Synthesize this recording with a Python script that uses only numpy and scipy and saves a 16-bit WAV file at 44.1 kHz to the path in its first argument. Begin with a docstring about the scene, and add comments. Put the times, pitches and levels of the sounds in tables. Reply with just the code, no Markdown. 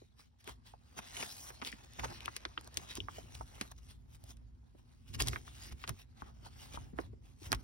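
"""Fingers fold and crease a stiff sheet of paper: skin slides in short strokes (grit-modulated noise and dry ticks),
the sheet rustles and flaps, creases snap (short noise bursts through resonances, smeared as bending waves).
The table under the phone rumbles low with soft bumps (band noise and modes), in a quiet room of hush and faint drone.
The phone's two ports agree in the deepest bass and, with the left leading, in the treble; they differ in between."""
import sys
import numpy as np
from scipy import signal
from scipy.fft import rfft, irfft, next_fast_len
from scipy.io import wavfile
from scipy.ndimage import uniform_filter1d, map_coordinates

SR = 44100
rng = np.random.default_rng(int(sys.argv[2]) if len(sys.argv) > 2 else 0)


def generate_wav(signal):
    """Clip the signal to [-1, 1] and save it as 16-bit WAV at the path in sys.argv[1]."""
    frames = np.transpose(np.atleast_2d(signal))
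    scaled = np.clip(frames, -1, 1) * 32767
    pcm = np.round(scaled).astype(np.int16)
    wavfile.write(sys.argv[1], SR, pcm)


def gain_from_db(level_db):
    """Convert decibel levels to linear amplitude factors (20 dB per decade)."""
    decades = np.asarray(level_db, float) / 20
    return 10 ** decades


N = 336483

# finger strokes: peak_s, rise_s, fall_s (20 dB each), skin_hiss_db, sheet_rustle_db
STROKES = [(0.2, 0.026, 0.064, -55.5, -64), (0.405, 0.024, 0.047, -63, -82),
           (0.491, 0.044, 0.051, -50.5, -52), (0.666, 0.025, 0.09, -56, -62),
           (0.989, 0.026, 0.022, -42.5, -46), (1.212, 0.23, 0.27, -44.5, -52), (1.32, .3, 0.34, -54.5, -60),
           (1.496, 0.21, 0.027, -52.5, -54), (1.672, 0.044, 0.06, -42, -55),
           (1.728, 0.052, 0.037, -49, -57.5), (1.837, 0.024, 0.051, -56.5, -68),
           (1.996, 0.012, 0.035, -43, -40.5), (2.046, 0.019, 0.021, -35, -36.5),
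           (2.07, 0.25, 0.38, -50.5, -66), (2.11, 0.075, 0.04, -58, -48.5), (2.255, 0.016, 0.013, -44, -54),
           (2.279, 0.42, 0.19, -63, -61), (2.371, 0.97, 0.033, -55.5, -70), (2.458, 0.58, 0.17, -59, -62),
           (2.634, 0.15, 0.68, -61.5, -62), (2.78, 0.13, 0.28, -53, -54), (2.915, 0.08, 0.062, -47.5, -62),
           (2.973, 0.036, 0.016, -44.5, -50.5), (3.155, 0.13, 0.21, -53.5, -57),
           (3.351, 0.019, 0.041, -49.5, -58.5), (3.554, 0.063, 0.15, -59.5, -67.5),
           (3.65, 0.28, 0.085, -57.5, -57), (3.72, 0.022, 0.011, -56.5, -55.5),
           (3.786, 0.035, 0.023, -62.5, -71), (3.911, 0.15, 0.07, -61, -65.5),
           (4.152, 0.075, 0.042, -63, -65.5), (4.314, 0.11, 0.029, -60, -60), (4.791, 0.1, 0.04, -74, -68),
           (4.926, 0.1, 0.098, -71.5, -69), (5.084, 0.053, 0.16, -63, -72.5),
           (5.148, 0.017, 0.018, -42, -74), (5.204, 0.015, 0.038, -32, -37),
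           (5.281, 0.048, 0.054, -44, -50), (5.34, 0.21, 0.13, -52.5, -60),
           (5.685, 0.57, 0.078, -54, -62.5), (5.726, 0.028, 0.011, -46.5, -56.5),
           (5.835, 0.15, 0.063, -59, -64.5), (5.894, 0.023, 0.019, -41.5, -40),
           (6.018, 0.34, 0.032, -59.5, -69), (6.213, 0.055, 0.025, -59, -64.5),
           (6.276, 0.19, 0.081, -65.5, -62), (6.46, 0.058, 0.04, -55.5, -53),
           (6.555, 0.002, 0.26, -63, -80), (6.632, 0.17, 0.2, -54, -60.5), (6.751, 0.15, 0.042, -52, -56),
           (6.826, 0.6, 0.12, -61.5, -61.5), (7.01, 0.067, 0.081, -59.5, -55.5),
           (7.257, 0.044, 0.17, -67.5, -68), (7.46, 0.059, 0.043, -49, -55.5),
           (7.537, 0.071, 0.11, -56.5, -51.5)]
# fingers creeping between strokes: time_s, skin_hiss_db, sheet_rustle_db
CREEP = [(0, -70, -85), (0.15, -89, -81.5), (0.78, -84, -78.5), (1.0, -64, -65), (3.5, -65, -69.5),
         (3.7, -80, -80), (4.5, -92, -80.5), (6.1, -85.5, -79.5), (7.63, -99, -93.5)]
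# fingertips sliding on paper: freq_hz, relative_density_db
SKIN_SPECTRUM = [(900, -12.5), (2000, -5), (3000, -1.5), (4400, -3.5), (5500, -2), (6600, -4), (8000, -6.5),
                 (11000, -11), (14000, -12.5), (16000, -9.5), (17000, -59)]
# treble gain in the skin hiss: time_s, gain_db
SKIN_TREBLE = [(0, -4), (1.2, -3.5), (1.45, 12), (1.6, -5), (2.6, -11), (3.1, -2.5), (3.7, -1), (4.2, 4.5),
               (5.1, -1), (6.2, -3.5), (7.63, 1)]
# sheet flexing: freq_hz, relative_density_db
SHEET_SPECTRUM = [(120, -2.5), (250, -2), (450, -6), (800, 1), (1300, -5.5), (2000, -11), (3500, -28.5),
                  (8000, -68)]
# rumble through the table: freq_hz, relative_density_db
TABLE_SPECTRUM = [(15, -47.5), (25, -22.5), (43, 0.5), (103, -6), (120, -5), (183, -19.5), (224, -16),
                  (267, -13.5), (292, -41), (331, -25), (500, -53), (650, -64.5), (1100, -120)]
# lasting table hum: time_s, broad_rumble_db
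TABLE_HUM = [(0, -64.5), (0.42, -69.5), (0.6, -63.5), (1.9, -59), (3.5, -58), (4.4, -55), (4.65, -61),
             (5.6, -56.5), (6.05, -59.5), (6.4, -54), (7.63, -60)]
# hands leaning on the table: peak_s, rise_s, fall_s (20 dB each), broad_rumble_db
BUMPS = [(0.51, 0.053, 0.17, -55.5), (2.02, 0.057, 0.28, -46), (2.781, 0.032, 0.18, -50.5),
         (3.02, 0.084, 0.17, -47.5), (3.25, 0.48, 0.15, -53), (3.421, 0.67, 0.14, -52.5),
         (5.101, 0.024, 0.4, -49.5), (5.168, 0.065, 0.093, -41), (5.225, 0.11, 0.23, -37),
         (5.3, 0.11, 0.17, -40), (5.74, 0.24, 0.081, -48), (5.91, 0.039, 0.049, -38.5),
         (6.76, 0.22, 0.74, -50.5), (6.99, 0.31, 0.59, -50), (7.54, 0.12, 0.12, -40.5)]
# still room and microphone hiss: freq_hz, relative_density_db
HISS_SPECTRUM = [(100, 16), (300, 6.5), (800, -5.5), (1500, -8), (4000, 1.5), (9000, -13), (14000, -36.5),
                 (17000, -55.5)]
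# whole sheet flaps as a fold flips or a finger lands: start_s, peak_db, pitch_hz
FLAPS = [(0.017, -49.5, 444), (0.475, -42.5, 330), (0.988, -48.5, 195), (1.226, -39.5, 420),
         (1.621, -41, 262), (1.733, -45, 225), (2.052, -35.5, 520), (2.452, -42.5, 392), (2.577, -46, 320),
         (2.98, -36.5, 295), (3.182, -44.5, 343), (3.407, -46.5, 360), (3.61, -36.5, 244),
         (4.749, -53.5, 341), (5.216, -33, 307), (5.331, -40.5, 360), (5.877, -54, 210), (6.221, -45, 208),
         (6.771, -46.5, 203), (6.933, -40, 202), (6.987, -27.5, 344), (7.131, -46.5, 329),
         (7.416, -47, 288), (7.518, -32.5, 270)]
# crease snaps: release_s, ring_peak_db, ring_hz, crack_re_ring_db, ring_width_octaves
SNAPS = [(0.443, -50, 4000, 0, 3.3), (0.476, -36, 1970, -1.5, 1.6), (0.494, -41, 775, 1, 2.9),
         (0.738, -43, 730, -41, 1), (0.984, -42, 5470, -3.5, 1.19), (0.99, -33.5, 1080, -6, 1.45),
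         (1.168, -30.5, 2700, -13, 0.74), (1.197, -40.5, 860, -6, 0.64), (1.227, -30, 2450, -22, 0.51),
         (1.229, -33.5, 970, -30, 1.3), (1.504, -39, 725, -20, 2.9), (1.617, -34, 1490, -46, 2.6),
         (1.622, -32.5, 1470, -39, 2.45), (1.627, -31.5, 990, -43, 1.6), (1.649, -29.5, 3600, -10, 1.3),
         (1.718, -39, 4800, -6, 2.1), (1.727, -33.5, 2000, -30, 0.71), (1.935, -54, 5500, 9.5, 2.3),
         (1.996, -29.5, 2420, -24.5, 0.92), (2.035, -31.5, 830, -48, 0.6), (2.047, -33, 960, -23.5, 3.2),
         (2.206, -36, 2770, -10.5, 0.96), (2.258, -29, 2800, -1, 0.74), (2.28, -26, 1170, -43, 1.46),
         (2.365, -29, 2620, 1, 3.4), (2.452, -27, 1380, -30, 1.66), (2.453, -26, 3800, -41, 0.95),
         (2.576, -27.5, 1270, -41.5, 1.04), (2.578, -28, 3020, -35, 0.48), (2.611, -51.5, 848, 11, 2),
         (2.645, -47, 5500, 1, 1.3), (2.675, -46, 800, 8.5, 1.4), (2.743, -41.5, 5800, 0.5, 0.74),
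         (2.764, -51, 4000, -6, 2), (2.772, -18, 4130, -23, 2.5), (2.954, -42, 3030, 13, 1.27),
         (2.975, -38, 5700, -5, 1), (3.0033, -26.5, 3030, -40, 0.3), (3.085, -29.5, 1100, -35, 1.06),
         (3.183, -37.5, 667, -21, 0.41), (3.41, -33, 880, -29, 0.91), (3.612, -27, 980, 1.5, 4.7),
         (3.715, -47.5, 780, 9, 0.71), (4.239, -52, 600, 7, 0.87), (4.37, -54, 3460, -5, 3.7),
         (5.202, -23, 2365, -18, 1.3), (5.222, -24, 3700, 6.5, 0.82), (5.273, -25, 4900, -14, 2),
         (5.284, -23, 3530, 3, 0.58), (5.333, -29.5, 1630, -38, 1.4), (5.36, -26, 1380, -40, 1.55),
         (5.4786, -40.5, 1170, -40, 1.1), (5.84, -30.5, 1270, -36, 2.5), (5.877, -31, 2350, -19, 3.3),
         (5.893, -30.5, 1210, 3.5, 1.7), (6.221, -33, 1050, -22, 0.97), (6.463, -45, 774, -14, 0.49),
         (6.774, -33, 920, -21, 0.89), (6.98, -46, 1000, -26, 1.1), (6.988, -25.5, 950, -31, 1.7),
         (7.519, -19, 4700, 0, 0.57), (7.519, -27, 1490, -30, 1.3), (7.5284, -18, 1240, -2, 2.34),
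         (7.539, -36.5, 990, -9, 1.2), (7.548, -33, 1800, 1, 3.1)]
# phase by which the left port leads: freq_hz, lead_rad
PORT_LEAD = [(100, 0), (340, -.3), (520, 2.9), (1200, 2.9), (2000, 1.4), (3600, 1.5), (4400, 2.1),
             (5400, .7), (6400, 2.2), (7300, 3.14), (10450, 6.28), (13600, 9.42), (16500, 12.3)]
# likeness of the ports with the lead taken out: freq_hz, likeness_0_to_1
PORT_LIKENESS = [(50, .96), (100, .7), (160, .1), (280, .1), (600, .5), (1200, .3), (2200, .35), (3600, .4),
                 (4500, .8), (6500, .9995)]
# port balance: freq_hz, left_over_right_db
PORT_BALANCE = [(60, -0.5), (400, -1.5), (1300, 1.4), (1800, -1.5), (3400, 1.5), (4300, -1), (6000, 1.5)]

SNAP_FLAP_RE_PEAK_DB, SNAP_FLAP_HZ = -23.5, 343  # faint flap with every snap
BEFORE = SR // 100  # samples ahead of a release
BURST_T_S = (np.arange(SR // 14) - BEFORE) / SR  # 0 at the release


def unit(x):
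    """Scale to rms 1."""
    return x / np.sqrt(np.mean(x ** 2) + 1e-20)


def peak(x):
    """Scale each row to peak 1."""
    return x / np.abs(x).max(axis=1, keepdims=True)


def noise_pair():
    """Two unrelated white noises."""
    return rng.standard_normal((2, N))


def along(points, hz):
    """Read (Hz, value) points on a log frequency axis."""
    f, v = np.transpose(points)
    return np.interp(np.log(hz + 1), np.log(f + 1), v)


def curves(rows):
    """One value per sample for each column after the time."""
    s, *cols = np.transpose(rows)
    return [np.interp(np.arange(N) / SR, s, c) for c in cols]


def wobble(rate_hz):
    """Smooth random curve with rate_hz knots a second."""
    knots = rng.standard_normal(int(N * rate_hz / SR) + 4)
    return map_coordinates(knots, [np.arange(N) * rate_hz / SR])


def filtered(x, response):
    """Multiply the spectrum of x by a complex response of frequency."""
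    n = x.shape[-1]
    m = next_fast_len(n + 4096)
    return irfft(rfft(x, m) * response(np.fft.rfftfreq(m, 1 / SR)), m)[..., :n]


def resonance(centre_hz, width_hz):
    """Response of a causal resonance of peak gain 1."""
    return lambda f: 1j * f * width_hz / (centre_hz ** 2 - f ** 2 + 1j * f * width_hz)


def resonance_twice(centre_hz, width_hz):
    """Response of two equal resonances in series."""
    once = resonance(centre_hz, width_hz)
    return lambda f: once(f) ** 2


def blurred_field(shape, bins, frames):
    """Random field of rms 1, smoothed over frequency bins and time frames."""
    field = uniform_filter1d(rng.standard_normal(shape), bins, axis=0)
    return unit(uniform_filter1d(field, frames, axis=1))


def rush(spectrum, patchy_db, streak_db, grit_db, grit_rate_hz):
    """Two unrelated noises sharing grit (fast slips), broad patches and narrow streaks (passing resonances)."""
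    grit = gain_from_db(grit_db * wobble(grit_rate_hz))
    z = signal.stft(grit * noise_pair(), nperseg=512)[2]
    patches = blurred_field(z.shape[1:], 12, 8)
    streaks = blurred_field(z.shape[1:], 2, 24)
    field = gain_from_db(patchy_db * patches + streak_db * streaks)
    pair = signal.istft(z * field, nperseg=512)[1][:, :N]
    return unit(filtered(pair, lambda hz: gain_from_db(along(spectrum, hz))))


def swells(rest_db, at_s, rise_s, fall_s, peak_db, bend=1):
    """Loudest event's level in dB: 20 dB up per rise, 20 dB down per fall, flatter on top as bend grows."""
    t = np.arange(N) / SR
    rise_s, fall_s = np.maximum(rise_s, 1e-3), np.maximum(fall_s, 1e-3)
    for s, up, down, db in zip(at_s, rise_s, fall_s, peak_db):
        distance = np.maximum((s - t) / up, (t - s) / down)
        rest_db = np.maximum(rest_db, db - 20 * distance ** bend)
    return rest_db


def hands():
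    """Skin and sheet follow the same strokes and share one unsteady catch."""
    s, rise, fall, skin_db, sheet_db = np.transpose(STROKES)
    creep_db, stir_db = curves(CREEP)
    slide_db = swells(creep_db, s, rise, fall, skin_db, bend=0.94)
    rustle_db = swells(stir_db, s, rise, fall, sheet_db, bend=0.97)
    catch_db = 1.8 * wobble(40)
    return skin_slide(slide_db + catch_db) + sheet_rustle(rustle_db + catch_db) + slide_grains(slide_db)


def skin_slide(level_db):
    """Sliding skin slips fast over the paper: gritty hiss with a moving treble gain."""
    hiss = rush(SKIN_SPECTRUM, patchy_db=2.2, streak_db=2.8, grit_db=2.8, grit_rate_hz=800)
    slide = gain_from_db(level_db) * hiss
    treble = filtered(slide, lambda hz: 1 / (1 + (6500 / (hz + 1)) ** 4))
    return slide + (gain_from_db(curves(SKIN_TREBLE)[0]) - 1) * treble


def sheet_rustle(level_db):
    """The flexing sheet rustles below the skin hiss, with slower grit."""
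    flex = rush(SHEET_SPECTRUM, patchy_db=1.5, streak_db=2.5, grit_db=2.5, grit_rate_hz=200)
    return gain_from_db(level_db) * flex


def slide_grains(slide_db):
    """Fibres give way in tiny dry ticks (decaying sines) of uneven size, louder in a firm stroke."""
    at, pitch, size, side = rng.random((4, 3500))
    at = (at * (N - SR // 100)).astype(int)
    hz = 2600 * np.exp(1.9 * (pitch - .5))[:, None]
    t = np.arange(SR // 250) / SR
    size_db = -3 * np.log(np.maximum(size, .02))
    level = gain_from_db(slide_db[at] + size_db)[:, None]
    ticks = np.sin(2 * np.pi * hz * t) * np.exp(-t * hz / 1.22) * level
    where = (at[:, None] + np.arange(len(t))).ravel()
    gains = np.cos(2 * np.pi * side), np.sin(2 * np.pi * side)
    return np.array([np.bincount(where, (ticks * g[:, None]).ravel(), N) for g in gains])


def table():
    """The table top hums low, with a narrow mode; leaning hands swell the hum and wake a higher mode."""
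    broad = rush(TABLE_SPECTRUM, patchy_db=.1, streak_db=.1, grit_db=0, grit_rate_hz=20)
    mode = unit(filtered(noise_pair(), resonance(58.5, 4.9)))
    thud = unit(filtered(noise_pair(), resonance_twice(96, 40)))
    thud += gain_from_db(-12) * unit(filtered(noise_pair(), resonance_twice(320, 170)))  # the sheet stirs with it
    bumps = np.transpose(BUMPS)
    hum_db = swells(curves(TABLE_HUM)[0], *bumps)
    thud_db = swells(np.full(N, -np.inf), *bumps) - 5
    return gain_from_db(hum_db) * (broad + gain_from_db(-3.5) * mode) + gain_from_db(thud_db) * thud


def room():
    """Steady hush, with a faint drone that wavers as narrow-band noise."""
    hush = rush(HISS_SPECTRUM, patchy_db=1.5, streak_db=1.5, grit_db=0, grit_rate_hz=20)
    drone = unit(filtered(noise_pair(), resonance_twice(235, 35)))
    return gain_from_db(-97.5) * hush + gain_from_db(-78) * drone


def burst(t60_s):
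    """Noise burst: a faint lead-in of a few milliseconds rises to the release, which decays 60 dB in t60_s."""
    after = np.maximum(BURST_T_S, 0)
    lead_in = gain_from_db(-22 + 60 * np.minimum(BURST_T_S, 0) / 0.0029) * (BURST_T_S < 0)
    decay = gain_from_db(-60 * after / t60_s) * (1 - np.exp(-after / 0.00045))
    return rng.standard_normal((2, len(BURST_T_S))) * (decay + lead_in)


def place(out, s, sound):
    """Add a burst with its release at s seconds."""
    at = round(s * SR) - BEFORE
    out[:, at:at + len(BURST_T_S)] += sound


def flaps():
    """The whole sheet flaps low: a burst through a broad resonance, alone or faintly with each snap."""
    out = np.zeros((2, N + SR))
    with_snaps = [(row[0], row[1] + SNAP_FLAP_RE_PEAK_DB, SNAP_FLAP_HZ) for row in SNAPS]
    for s, db, hz in list(FLAPS) + with_snaps:
        flap = filtered(burst(0.051), resonance_twice(hz, 0.7 * hz))
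        place(out, s, gain_from_db(db) * peak(flap))
    return out[:, :N]


def facet_ring(hz, octaves):
    """A facet rings at its own pitch as the buckle gives; low facets ring longer."""
    facet = resonance_twice(hz, hz * 2 * np.sinh(np.log(2) * max(octaves, .2) / 2))
    travel_s = 0.001195  # 1 kHz bending wave across the sheet

    def spread(f):  # bending waves: treble arrives first; no delay at the ring pitch
        return np.exp(-2j * np.pi * travel_s * (2 * np.sqrt(1000 * f) - f * np.sqrt(1000 / hz)))

    def soft(f):  # the buckle takes a cycle or so to give, so the ring swells in
        return np.exp(-(np.log2((f + 1) / hz) / (0.28 + 0.98 * octaves)) ** 2)

    life_s = 0.0049 + 7.4 / hz
    sign = rng.choice([-1, 1], size=(2, 1))
    push = gain_from_db(22.5 - 2.45 * octaves) * (BURST_T_S == 0) * sign  # plainest on a well tuned facet
    rattle = gain_from_db(-5.5) * burst(4.35 * life_s)  # trails the ring
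    ring = filtered(push + burst(life_s) + rattle, lambda f: facet(f) * spread(f) * soft(f))
    crisp = filtered(burst(0.0043), resonance_twice(1.65 * hz, 1.3 * hz))  # first instant
    return ring + gain_from_db(-20) * crisp


def snaps():
    """A crease snaps: a bright crack over the ring of its facet."""
    out = np.zeros((2, N + SR))
    for s, db, hz, crack_db, octaves in SNAPS:
        ring = facet_ring(hz, octaves)
        crack = filtered(burst(0.0033) + gain_from_db(-21.5) * burst(0.017), resonance_twice(6500, 8000))
        place(out, s, gain_from_db(db) * (peak(ring) + gain_from_db(crack_db) * peak(crack)))
    return out[:, :N]


def scene():
    """Two rows of the same scene, each with its own fine detail: the shared wave and the differing wave."""
    return hands() + table() + room() + flaps() + snaps()


def ports(pair):
    """Mix shared and differing waves by likeness, then split phase lead and balance half to each port."""
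    def share(hz):
        turn = np.arccos(np.clip(along(PORT_LIKENESS, hz), 0, 1)) / 2
        return np.array([np.cos(turn), np.sin(turn)])

    def left_right(hz):
        half = gain_from_db(along(PORT_BALANCE, hz) / 2) * np.exp(.5j * np.interp(hz, f, lead_rad))
        return np.array([half, 1 / half])

    shared, apart = filtered(pair, share)
    f, lead_rad = np.transpose(PORT_LEAD)
    return filtered(np.array([shared + apart, shared - apart]), left_right)


def low_pass(x):
    """Removes everything above the highest recorded frequency."""
    return signal.sosfilt(signal.butter(12, 16990, fs=SR, output="sos"), x)


def record(dry):
    """Two ports, each with its own faint hiss, between a steep bass cut and a treble cut."""
    hiss = rush(HISS_SPECTRUM, patchy_db=4, streak_db=2.5, grit_db=3.5, grit_rate_hz=140)
    heard = ports(dry) + gain_from_db(-78.5) * hiss
    mix = filtered(heard, lambda hz: 1 / (1 + (44 / (hz + 1)) ** 6) / (1 + (hz / 15900) ** 40))
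    return low_pass(mix)


dry = scene()
out = record(dry)
generate_wav(out)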